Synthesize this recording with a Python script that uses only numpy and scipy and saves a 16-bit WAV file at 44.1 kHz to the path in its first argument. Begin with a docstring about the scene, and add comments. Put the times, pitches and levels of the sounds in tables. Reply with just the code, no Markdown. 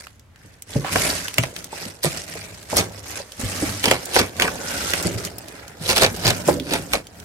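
"""Close by in a small room, gloved hands drag foam blocks out of a cardboard box: the foam rubs
and knocks on the walls, and a plastic bag crinkles with every move. The first pieces snap around
one second in. From two seconds the foam tears in runs of tiny fractures, with flurries of cracks
and squeaks near four and six seconds. Then the hardest knock sets the box booming, and two last
breaks follow."""
import sys
import numpy as np
from scipy import signal
from scipy.fft import rfft, irfft
from scipy.io import wavfile
from scipy.ndimage import uniform_filter1d

SR = 44100
rng = np.random.default_rng(int(sys.argv[2]) if len(sys.argv) > 2 else 0)


def store_pcm(level_fs):
    """Save levels as 16-bit WAV."""
    pcm = np.round(np.clip(level_fs, -1, 1) * 32767).astype(np.int16)
    wavfile.write(sys.argv[1], SR, np.atleast_2d(pcm).T)


N = 319680
TIME = np.arange(N) / SR

# Bright crunch of breaking beads: freq_hz, level_db
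FRACTURE_EQ = [(400, -75), (1200, -17), (2000, -7), (3000, -2), (4500, 1), (7000, -11.5), (9000, -2.5),
               (13000, -16), (16000, -36)]
# Hollow body of a foam block: freq_hz, level_db
BLOCK_EQ = [(30, -10), (70, -3.5), (150, -2.5), (280, 1.5), (550, 6), (850, 1), (1300, -3), (2500, -1),
            (6000, -53)]
# Rips through the foam: start_s, length_s, build_s, fracture_db, flex_db, squeak_hz
FOAM_TEARS = [(2.034, 0.018, 0.025, -25, -25, 2350), (2.768, 0.024, 0.042, -24.5, -25, 5800),
              (3.834, 0.11, 0.048, -32.5, -26.5, 3170), (4.157, 0.0067, 0.11, -22, -20, 4900),
              (4.188, 0.011, 0.028, -31, -20, 4130), (4.402, 0.045, 0.034, -32, -22.5, 2570),
              (5.894, 0.021, 0.22, -27.5, -25.5, 4160), (5.96, 0.017, 0.042, -28.5, -26, 4240),
              (6.014, 0.022, 0.093, -26.5, -17, 4050), (6.252, 0.051, 0.17, -32.5, -24.5, 4260),
              (6.731, 0.019, 0.27, -32, -25, 4040), (6.932, 0.0089, 0.017, -28, -23.5, 2214)]
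def tearing():
    """A tear runs from bead to bead in jerks; each jerk makes the piece squeak and shakes the block."""
    jerks = grains(per_s=420, spread_db=3, grain_s=.0017, even_s=.012)
    beads = shifting(stereo_noise(N, 900, -3.5) * jerks, spread_db=3.5, per_s=90)
    crunch, squeak, flex = 0, 0, 0
    for start_s, length_s, build_s, fracture_db, flex_db, squeak_hz in FOAM_TEARS:
        fractures = beads * from_db(fracture_db) * stroke(start_s, length_s, build_s, t60_s=.14)
        crunch += fractures
        squeak += resonate(fractures, squeak_hz, q=3.6)
        # the block flexes a little later and for longer
        flex += from_db(flex_db) * stroke(start_s + .0097, length_s, build_s, t60_s=.15)
    body = colour(stereo_noise(N, 760, -11) * jerks * flex, BLOCK_EQ)
    return from_db(3.5) * colour(crunch, FRACTURE_EQ) + from_db(-4) * squeak + body


# Clean breaks in the foam: start_s, level_db, ring_hz
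FOAM_SNAPS = [(0.9582, -8, 1660), (1.3821, 1, 2540), (1.4352, -11, 1900), (2.768, -3.5, 8500),
              (3.8405, -5.5, 2700), (3.8559, -2.5, 3030), (3.8815, -8, 2700), (3.912, 2, 2300),
              (4.1631, -5, 2000), (4.1906, -1.5, 4150), (4.3979, -5.5, 1910), (4.4212, -1.5, 2700),
              (4.4781, -11, 1530), (4.935, -4.5, 1980), (5.8905, -6, 4600), (5.9, -6, 5000),
              (5.909, -11, 4600), (5.9285, -10, 4400), (5.9618, -8, 3450), (5.969, -5, 4000),
              (5.979, -1.5, 3700), (6.0193, -3.5, 3800), (6.031, -9, 4280), (6.033, -1, 3660),
              (6.044, -8, 4200), (6.0474, -10, 4450), (6.0626, -9, 3920), (6.2503, -16, 4700),
              (6.259, -15, 4400), (6.2662, -4, 3400), (6.2773, -4, 3600), (6.2856, -9, 4460),
              (6.3036, -4, 3550), (6.7356, -7, 3800), (6.934, -4, 2300)]
def snaps():
    """A piece gives way at once: a sharp crack, a brief ring, the hollow note of the block."""
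    cracks, bodies = np.zeros((2, 2, N))
    for start_s, level_db, ring_hz in FOAM_SNAPS:
        split = burst(t60_s=.014, rise_s=.0004, apart_hz=900, side_db=-3.5)
        crack = from_db(.5) * resonate(split, ring_hz, q=.8)
        ring = from_db(-4) * resonate(split, ring_hz, q=4.5)
        add(cracks, start_s, from_db(level_db) * (crack + ring))
        shudder = burst(t60_s=.032, rise_s=.0022, apart_hz=900, side_db=-3)
        add(bodies, start_s, from_db(-12 + .2 * level_db) * shudder)  # barely follows the crack's level
    return from_db(-6) * cracks + colour(bodies, BLOCK_EQ)


# Tiny chirps of slipping foam: start_s, pitch_hz, level_db
FOAM_SQUEAKS = [(1.098, 4480, -23.5), (1.251, 1750, -33), (3.88, 2740, -28), (4.479, 1470, -25),
                (6.042, 4220, -17.5), (6.253, 4470, -18)]
def squeaks(length_s=.01, climb=.058, jitter=.13):
    """Broken faces stick and slip so fast that they chirp, at an unsteady pitch."""
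    t, out = TIME[:SR // 20], np.zeros((2, N))
    progress = np.clip(t / length_s, 0, 1)
    for start_s, pitch_hz, level_db in FOAM_SQUEAKS:
        wobble = uniform_filter1d(rng.standard_normal(len(t)), size=30)
        slip_hz = pitch_hz * (1 + climb * progress + jitter * wobble / wobble.std())
        phase = 2 * np.pi * np.cumsum(slip_hz) / SR + rng.uniform(0, 2 * np.pi, (2, 1))
        add(out, start_s, from_db(level_db + 7.5) * np.sin(np.pi * progress) * np.sin(phase))
    return out


# Blocks bumping the box: start_s, level_db, pitch_hz
BLOCK_KNOCKS = [(0.443, -40.5, 97), (0.754, -12.5, 159), (0.845, -22, 650), (0.955, -11.5, 649),
                (0.959, -22, 90), (1.383, -16.5, 119), (1.727, -26.5, 734), (1.855, -29, 213),
                (2.045, -14.5, 351), (2.055, -18, 136.5), (2.352, -30, 410), (2.727, -16.5, 563),
                (2.791, -23, 104), (3.2, -26.5, 480), (3.393, -29.5, 146), (3.431, -19, 102),
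                (3.616, -28, 90), (3.622, -17.5, 295), (3.87, -19.5, 192), (3.911, -12, 532),
                (4.161, -9.5, 806), (4.204, -14, 215), (5.049, -14.5, 168), (5.146, -22.5, 114),
                (5.803, -33.5, 153), (6.021, -9.5, 460), (6.248, -20.5, 126), (6.269, -16, 102.5),
                (6.484, -3.5, 499), (6.487, -19.5, 860), (6.713, -17, 290), (6.79, -29, 236),
                (6.936, -15.5, 598)]
def knocks():
    """Soft, light blocks bump the cardboard: a dull thud with a little rattle in it."""
    out = np.zeros((2, N))
    for start_s, level_db, pitch_hz in BLOCK_KNOCKS:
        # a deeper thud is a softer contact: it swells more slowly, lasts longer and is duller
        bump = burst(t60_s=.069 * (300 / pitch_hz) ** .12, rise_s=.61 / pitch_hz,
                     apart_hz=915, side_db=-3)
        softness = signal.butter(4, 830 * (pitch_hz / 500) ** .23, fs=SR, output="sos")
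        rattle = signal.sosfilt(softness, resonate(bump, pitch_hz, q=1))
        peak_rms = np.sqrt(uniform_filter1d(rattle.mean(axis=0) ** 2, size=300).max())
        thud = from_db(-5) * rattle / peak_rms + from_db(-2.5) * dent(pitch_hz)
        add(out, start_s, from_db(level_db) * thud)
    return out


def dent(pitch_hz, overshoot=.576, sink_s=.004):
    """The block dents and springs back: a few cycles that start sharp and sink to pitch."""
    t = TIME[:SR // 3]
    glide_hz = pitch_hz * (1 + overshoot * np.exp(-t / sink_s))
    peak_s = .0071 * (300 / pitch_hz) ** .65
    envelope = (t / peak_s * np.exp(1 - t / peak_s)) ** 2
    return envelope * np.sin(2 * np.pi * np.cumsum(glide_hz) / SR)


# Hoarse notes of sliding foam, and one low shudder of a loose cardboard flap: start_s, end_s, pitch_hz,
# level_db, resonance_q
FOAM_SLIDES = [(0.27, 0.657, 1780, -60.5, 4.5), (0.831, 0.918, 1100, -30, 1.06),
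               (2.207, 2.56, 2300, -47, 6.5), (4.535, 4.948, 1470, -38.5, 19), (5.063, 5.32, 386, -38, 8.9),
               (5.387, 5.802, 1710, -48, 2.8), (6.25, 6.296, 4460, -27, 7.6)]
def slides():
    """Foam judders along a smooth face at a nearly steady rate, swelling and fading; the low note near 386 Hz
    is a loose cardboard flap shuddering."""
    catches = grains(per_s=450, spread_db=3, grain_s=.002, even_s=.05)
    judder = stereo_noise(N, 1200, -.14) * catches
    out = 0
    for start_s, end_s, pitch_hz, level_db, q in FOAM_SLIDES:
        progress = np.clip((TIME - start_s) / (end_s - start_s), 0, 1)
        out += from_db(level_db) * np.sin(np.pi * progress) * resonate(judder, pitch_hz, q)
    return out


# Gestures dragging block and bag along the box: start_s, length_s, t60_s, bag_db, rub_db, rumble_db
HAND_MOVES = [(0, 0.0016, 0.4, -47.5, -56, -58), (0.388, 0.11, 0.83, -63, -62, -63),
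              (0.696, 0.075, 0.62, -44, -45, -46), (0.917, 0.15, 0.53, -30.5, -31.5, -33),
              (1.376, 0.054, 0.38, -42, -39.5, -42), (1.564, 0.008, 0.5, -44.5, -48, -43),
              (1.73, 0.11, 0.43, -41.5, -43, -47.5), (2.052, 0.12, 0.44, -40.5, -42.5, -41.5),
              (2.276, 0.029, 1.9, -45, -48, -42), (2.736, 0.057, 0.27, -36.5, -28.5, -30.5),
              (2.885, 0.1, 0.36, -51.5, -51, -46.5), (3.062, 0.13, 0.17, -39.5, -41.5, -47.5),
              (3.399, 0.3, 0.5, -38.5, -37, -34.5), (3.986, 0.25, 0.43, -42, -37.5, -43.5),
              (4.365, 0.032, 3.9, -42.5, -36.5, -37.5), (4.692, 0.38, 0.17, -36.5, -38.5, -41.5),
              (5.097, 0.17, 0.15, -41, -50, -39), (5.384, 0.19, 0.28, -56, -68, -72),
              (5.821, 0.58, 0.3, -43, -39, -35.5), (6.474, 0.0045, 0.29, -31.5, -28.5, -23.5),
              (6.718, 0.048, 0.6, -44, -39, -35.5), (6.912, 0.013, 0.26, -40.5, -42.5, -37),
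              (7.15, 0.2, 0.37, -54.5, -50, -44)]
def hands(build_s=.11, hold_from_s=.7):
    """Gain curves: each move tugs the bag tighter, presses foam on cardboard and shoves the box."""
    holding = TIME > hold_from_s  # once they take hold, the hands are never quite still
    tug, pressure, shove = from_db(-61) * holding, from_db(-53.5) * holding, 0
    for start_s, length_s, t60_s, bag_db, rub_db, rumble_db in HAND_MOVES:
        timing = start_s, length_s, build_s
        coast_s = 1.31 * t60_s  # block and box settle more slowly than the bag
        tug = np.hypot(tug, from_db(bag_db) * stroke(*timing, t60_s, swell_db=4.5))
        pressure = np.hypot(pressure, from_db(rub_db) * stroke(*timing, coast_s, swell_db=6.5))
        shove = np.hypot(shove, from_db(rumble_db) * stroke(*timing, coast_s, swell_db=3))
    return tug, pressure, shove


# Dry scuff of foam on cardboard: freq_hz, level_db
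RUB_EQ = [(120, -36), (280, 6), (600, 8.5), (900, 1), (1200, -8), (1600, -4.5), (2500, -20.5), (6000, -35)]
# Low end of the shoved box: freq_hz, level_db
RUMBLE_EQ = [(22, -56), (45, -17.5), (70, -7.5), (100, -0.5), (130, -15), (170, -5), (260, -11.5),
             (600, -36)]
def rubbing(pressure, shove):
    """Foam sticks and slips along the cardboard, whose walls rumble."""
    slips = grains(per_s=260, spread_db=.5, grain_s=.0036, even_s=.03)
    scuff = pressure * colour(stereo_noise(N, 1150, .8) * slips, RUB_EQ)
    rumble = shove * colour(stereo_noise(N, 410, -21), RUMBLE_EQ)
    return from_db(-.5) * (scuff + rumble)


# Resonances of the box and the air in it: pitch_hz, level_db, t60_s
BOX_MODES = [(64, -8, .15), (101, 0, .3), (168, -7, .25), (231, -7, .25), (285, -6, .3), (366, -6, .25),
             (431, -8, .2), (505, -8, .18), (577, -6, .16), (640, -9, .17), (800, -9, .17)]
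def box_ring(push):
    """The box rings on after whatever shakes it."""
    out = 0
    for pitch_hz, level_db, t60_s in BOX_MODES:
        q = np.pi * pitch_hz * t60_s / np.log(1000)
        out += from_db(level_db) * signal.lfilter(*signal.iirpeak(pitch_hz, q, fs=SR), push)
    return out


# Hollow booms of the box: start_s, level_db
BOX_BOOMS = [(0.76, -35.5), (5.049, -29.5), (6.485, -22)]
def booms(ring_stretch=4.16, rise_s=.0021):
    """Struck walls spring free and ring longer; the loose flaps make each mode waver."""
    t, out = TIME[:SR], np.zeros((2, N))
    attack = 1 - np.exp(-t / rise_s)
    for start_s, level_db in BOX_BOOMS:
        for pitch_hz, mode_db, t60_s in BOX_MODES:
            waver = np.interp(t * 80, np.arange(90), [1, 1j] @ rng.standard_normal((2, 90)))
            tone = np.exp(2j * np.pi * (pitch_hz * t + rng.random()))
            ring = np.real((.35 + .66 * waver) * tone)
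            radiated = 1 / (1 + (190 / pitch_hz) ** 2 + (pitch_hz / 620) ** 6)  # low mids carry best
            stereo_gain = from_db(level_db + mode_db + 5.5 + rng.normal(0, 1, (2, 1)))
            decay = from_db(-60 * t / (ring_stretch * t60_s))
            add(out, start_s, radiated * stereo_gain * attack * decay * ring)
    return out


# Crisp rustle of plastic film: freq_hz, level_db
RUSTLE_EQ = [(500, -8.5), (1200, 2.5), (2000, 5), (3200, 0.5), (5000, 4), (7000, 0.5), (9000, 1),
             (12000, -7), (14000, -7.5), (16000, -63)]
# Creases of the bag flipping over: start_s, level_db, pitch_hz
BAG_CREASES = [(0.069, -22, 1580), (0.195, -35, 4920), (0.359, -34.5, 1970), (0.6217, -20.5, 8700),
               (1.282, -11, 2850), (1.341, -14, 5020), (1.5632, -15, 2450), (1.643, -17, 7200),
               (2.173, -16, 6700), (2.629, -28.5, 4730), (3.32, -21.5, 4200), (4.056, -17, 7060),
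               (4.905, -12, 6460), (5.026, -12, 7350), (5.25, -12.5, 5600), (5.3827, -17.5, 11500),
               (5.4835, -23.5, 5900), (5.68, -25.5, 5260), (6.163, -20, 5560), (6.5985, -16.5, 3340),
               (7.069, -26.5, 4880), (7.2, -25.5, 5060)]
def bag(tug):
    """The tugged film crinkles finely, with coarser pops in it, and single creases tick."""
    crinkle = grains(per_s=700, spread_db=4.5, grain_s=.0018, even_s=.06)
    pops = crackle(per_s=380, spread_db=8, q=2.5)
    film = .82 * stereo_noise(N, 900, .1) * crinkle + .56 * pops
    bending_film = shifting(film, spread_db=3.5, per_s=70)
    out = from_db(4.5) * tug * colour(bending_film, RUSTLE_EQ)
    for start_s, level_db, pitch_hz in BAG_CREASES:
        tick = burst(t60_s=.014, rise_s=.0003, apart_hz=900, side_db=-1.5)
        add(out, start_s, from_db(level_db - 5.5) * resonate(tick, pitch_hz, q=1))
    return out


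# Smooth foam sweeping over the bag: start_s, length_s, build_s, t60_s, level_db
FILM_SCRAPES = [(0.943, 0.23, 0.074, 0.95, -35.5), (2.701, 0.021, 0.06, 0.12, -36.5),
                (3.527, 0.32, 0.97, 1.0, -40), (4.679, 0.31, 0.29, 0.16, -38)]
def scraping():
    """Thousands of beads slip over the film at once: a dense hiss with a few sharp catches in it."""
    speed = sum(from_db(level_db) * stroke(*timing) for *timing, level_db in FILM_SCRAPES)
    beads = grains(per_s=1500, spread_db=3.5, grain_s=.0013, even_s=.04)
    hiss = .87 * stereo_noise(N, 900, 0) * beads
    catches = .5 * crackle(per_s=350, spread_db=7, q=3.5)
    return from_db(3) * speed * colour(hiss + catches, RUSTLE_EQ)


# Short tail of the small room: freq_hz, t60_s
ROOM_DECAY = [(100, 0.24), (500, 0.086), (2000, 0.082), (6000, 0.061), (14000, 0.032)]
def room(x, predelay_s=.0011, renew_s=.25):
    """Diffuse reflections, the treble dying first; their pattern keeps changing."""
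    t, out = TIME[:SR // 4], np.zeros_like(x)
    edges_hz = np.geomspace(40, 18000, 9)
    bands = []
    for low, high in zip(edges_hz, edges_hz[1:]):
        bandpass = signal.butter(2, [low, high], "band", fs=SR, output="sos")
        t60_s = at_hz(ROOM_DECAY, np.sqrt(low * high))
        bands.append((bandpass, from_db(-60 * t / t60_s)))
    hop = int(renew_s * SR)
    fade = signal.windows.cosine(2 * hop)
    padded = np.pad(x, ((0, 0), (0, len(fade))))
    for start in range(0, N, hop):
        noise = stereo_noise(len(t), 510, -.15)
        tail = (t > predelay_s) * sum(signal.sosfilt(sos, noise) * decay for sos, decay in bands)
        piece = fade * padded[:, start:start + len(fade)]
        add(out, start / SR, signal.oaconvolve(piece, tail / np.linalg.norm(tail), axes=1))
    return out


# Bass-heavy bed of room tone: freq_hz, level_db
AIR_EQ = [(18, -41), (30, -2), (87, 10.5), (400, -8.5), (1480, -14.5), (12200, -31.5), (15000, -38)]
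def room_tone():
    """The faint, steady hush of the air in the room."""
    return from_db(-52.5) * colour(stereo_noise(N, 470, -1.5), AIR_EQ)


def stroke(start_s, length_s, build_s, t60_s, swell_db=0):
    """Gain of one gesture: it climbs 60 dB to its start, swells along its length, then dies away."""
    t = TIME - start_s
    outside = np.maximum(-t / build_s, (t - length_s) / t60_s)
    progress = np.clip(t / length_s, 0, 1)
    return from_db(-60 * np.clip(outside, 0, 2) + swell_db * (progress - .5))


def grains(per_s, spread_db, grain_s, even_s):
    """Amplitude of random slips of uneven size, each dying quickly; power levelled over even_s."""
    onsets = rng.random(N) < per_s / SR
    sizes = from_db(spread_db * np.clip(rng.standard_normal(N), -2, 2))
    power = signal.lfilter([1], [1, -np.exp(-1 / (grain_s * SR))], onsets * sizes ** 2 + 1e-12)
    local_power = np.abs(uniform_filter1d(power, int(even_s * SR)))
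    return np.sqrt(power / (local_power + 1e-9))


def crackle(per_s, spread_db, q, pitches=12):
    """Separate tiny pops, each with a pitch and a direction; rms 1."""
    out = 0
    for hz in np.geomspace(1500, 12000, pitches):
        count = int(per_s * N / SR / pitches)
        onsets = rng.integers(0, N, count)
        clicks = np.full((2, N), 1e-18)
        clicks[:, onsets] = rng.standard_normal((2, count))
        clicks[:, onsets] *= from_db(spread_db * rng.uniform(-1, 1, count))
        out += resonate(clicks, hz, q) * np.sqrt(hz)
    return out / out.std()


def burst(t60_s, rise_s, apart_hz, side_db):
    """A sudden shiver of noise that dies away."""
    t = TIME[:SR // 3]
    envelope = (1 - np.exp(-t / rise_s)) * from_db(-60 * t / t60_s)
    return envelope * stereo_noise(len(t), apart_hz, side_db)


def stereo_noise(count, apart_hz, side_db):
    """White noise, nearly mono in the bass and wider above apart_hz."""
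    mid, side = rng.standard_normal((2, count))
    treble = signal.lfilter(*signal.butter(1, apart_hz, "high", fs=SR), side)
    return mid + from_db(side_db) * (.95 * treble + .06 * side) * np.array([[1], [-1]])


def shifting(x, spread_db, per_s, bands=20):
    """As the material bends its resonances shift: each band swells and sinks on its own."""
    centres_hz = np.geomspace(900, 15000, bands)
    spectrum, hz, out = rfft(x), np.fft.rfftfreq(N, 1 / SR), 0
    for share in np.eye(bands):
        band = irfft(spectrum * np.interp(hz, centres_hz, share), N)
        swell = from_db(spread_db * rng.standard_normal(1000))
        swell /= np.sqrt(np.mean(swell ** 2))
        out += band * np.interp(TIME * per_s, np.arange(len(swell)), swell)
    return out


def resonate(x, hz, q):
    """One resonance that keeps the power of white noise."""
    w = 2 * np.pi * hz / SR
    half_width = np.sin(w) / (2 * q)
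    feedback = [1 + half_width, -2 * np.cos(w), 1 - half_width]
    return signal.lfilter([half_width, 0, -half_width], feedback, x) * np.sqrt(1 + 1 / half_width)


def colour(x, eq):
    """Apply an EQ curve, keeping the power of white noise."""
    response = response_of(eq)
    return signal.oaconvolve(x, response[None] / np.linalg.norm(response), axes=1)[:, :N]


def response_of(eq, size=4096):
    """Minimum-phase impulse response of an EQ curve."""
    gains = from_db(at_hz(eq, np.fft.rfftfreq(size, 1 / SR)))
    cepstrum = irfft(np.log(gains))
    cepstrum[1:size // 2] *= 2
    cepstrum[size // 2 + 1:] = 0
    return irfft(np.exp(rfft(cepstrum)))


def at_hz(curve, hz):
    """Read a curve on a log-frequency axis."""
    freqs_hz, values = np.transpose(curve)
    return np.interp(np.log(np.maximum(hz, 1)), np.log(freqs_hz), values)


def from_db(db):
    """Decibels to gain."""
    return 10 ** (np.asarray(db) / 20)


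def add(track, start_s, sound):
    """Mix a sound in at start_s."""
    start = int(start_s * SR)
    track[:, start:start + sound.shape[1]] += sound[:, :N - start]


def from_right(x, lag_s):
    """Sound from the right reaches the left channel later."""
    return np.array([np.interp(TIME - lag_s, TIME, x[0]), x[1]])


def scene():
    """Foam breaks a little to the right, the bag lies in the middle, the room surrounds both."""
    tug, pressure, shove = hands()
    foam = tearing() + snaps() + squeaks() + knocks() + slides() + rubbing(pressure, shove)
    foam_in_box = from_right(foam + from_db(-7) * box_ring(foam), lag_s=7 / SR)
    near = foam_in_box + booms() + bag(tug) + scraping()
    return from_db(.75) * near + room_tone() + from_db(-4) * room(near)


# Tone of the left microphone against the right: freq_hz, level_db
LEFT_MIC_EQ = [(80, 0.5), (450, -3), (2000, 0), (5000, -4), (8500, -0.6), (14000, -0.5)]
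def record(dry, cutoff_hz=16200):
    """The left side is coloured, the highest peaks are rounded and the top is cut."""
    left = signal.oaconvolve(dry[0], response_of(LEFT_MIC_EQ))[:N]
    stereo = np.array([left, dry[1]])
    rounded = stereo / (1 + stereo ** 4) ** .25
    return signal.sosfilt(signal.ellip(10, .1, 80, cutoff_hz, fs=SR, output="sos"), rounded)


dry = scene()
out = record(dry)
store_pcm(out)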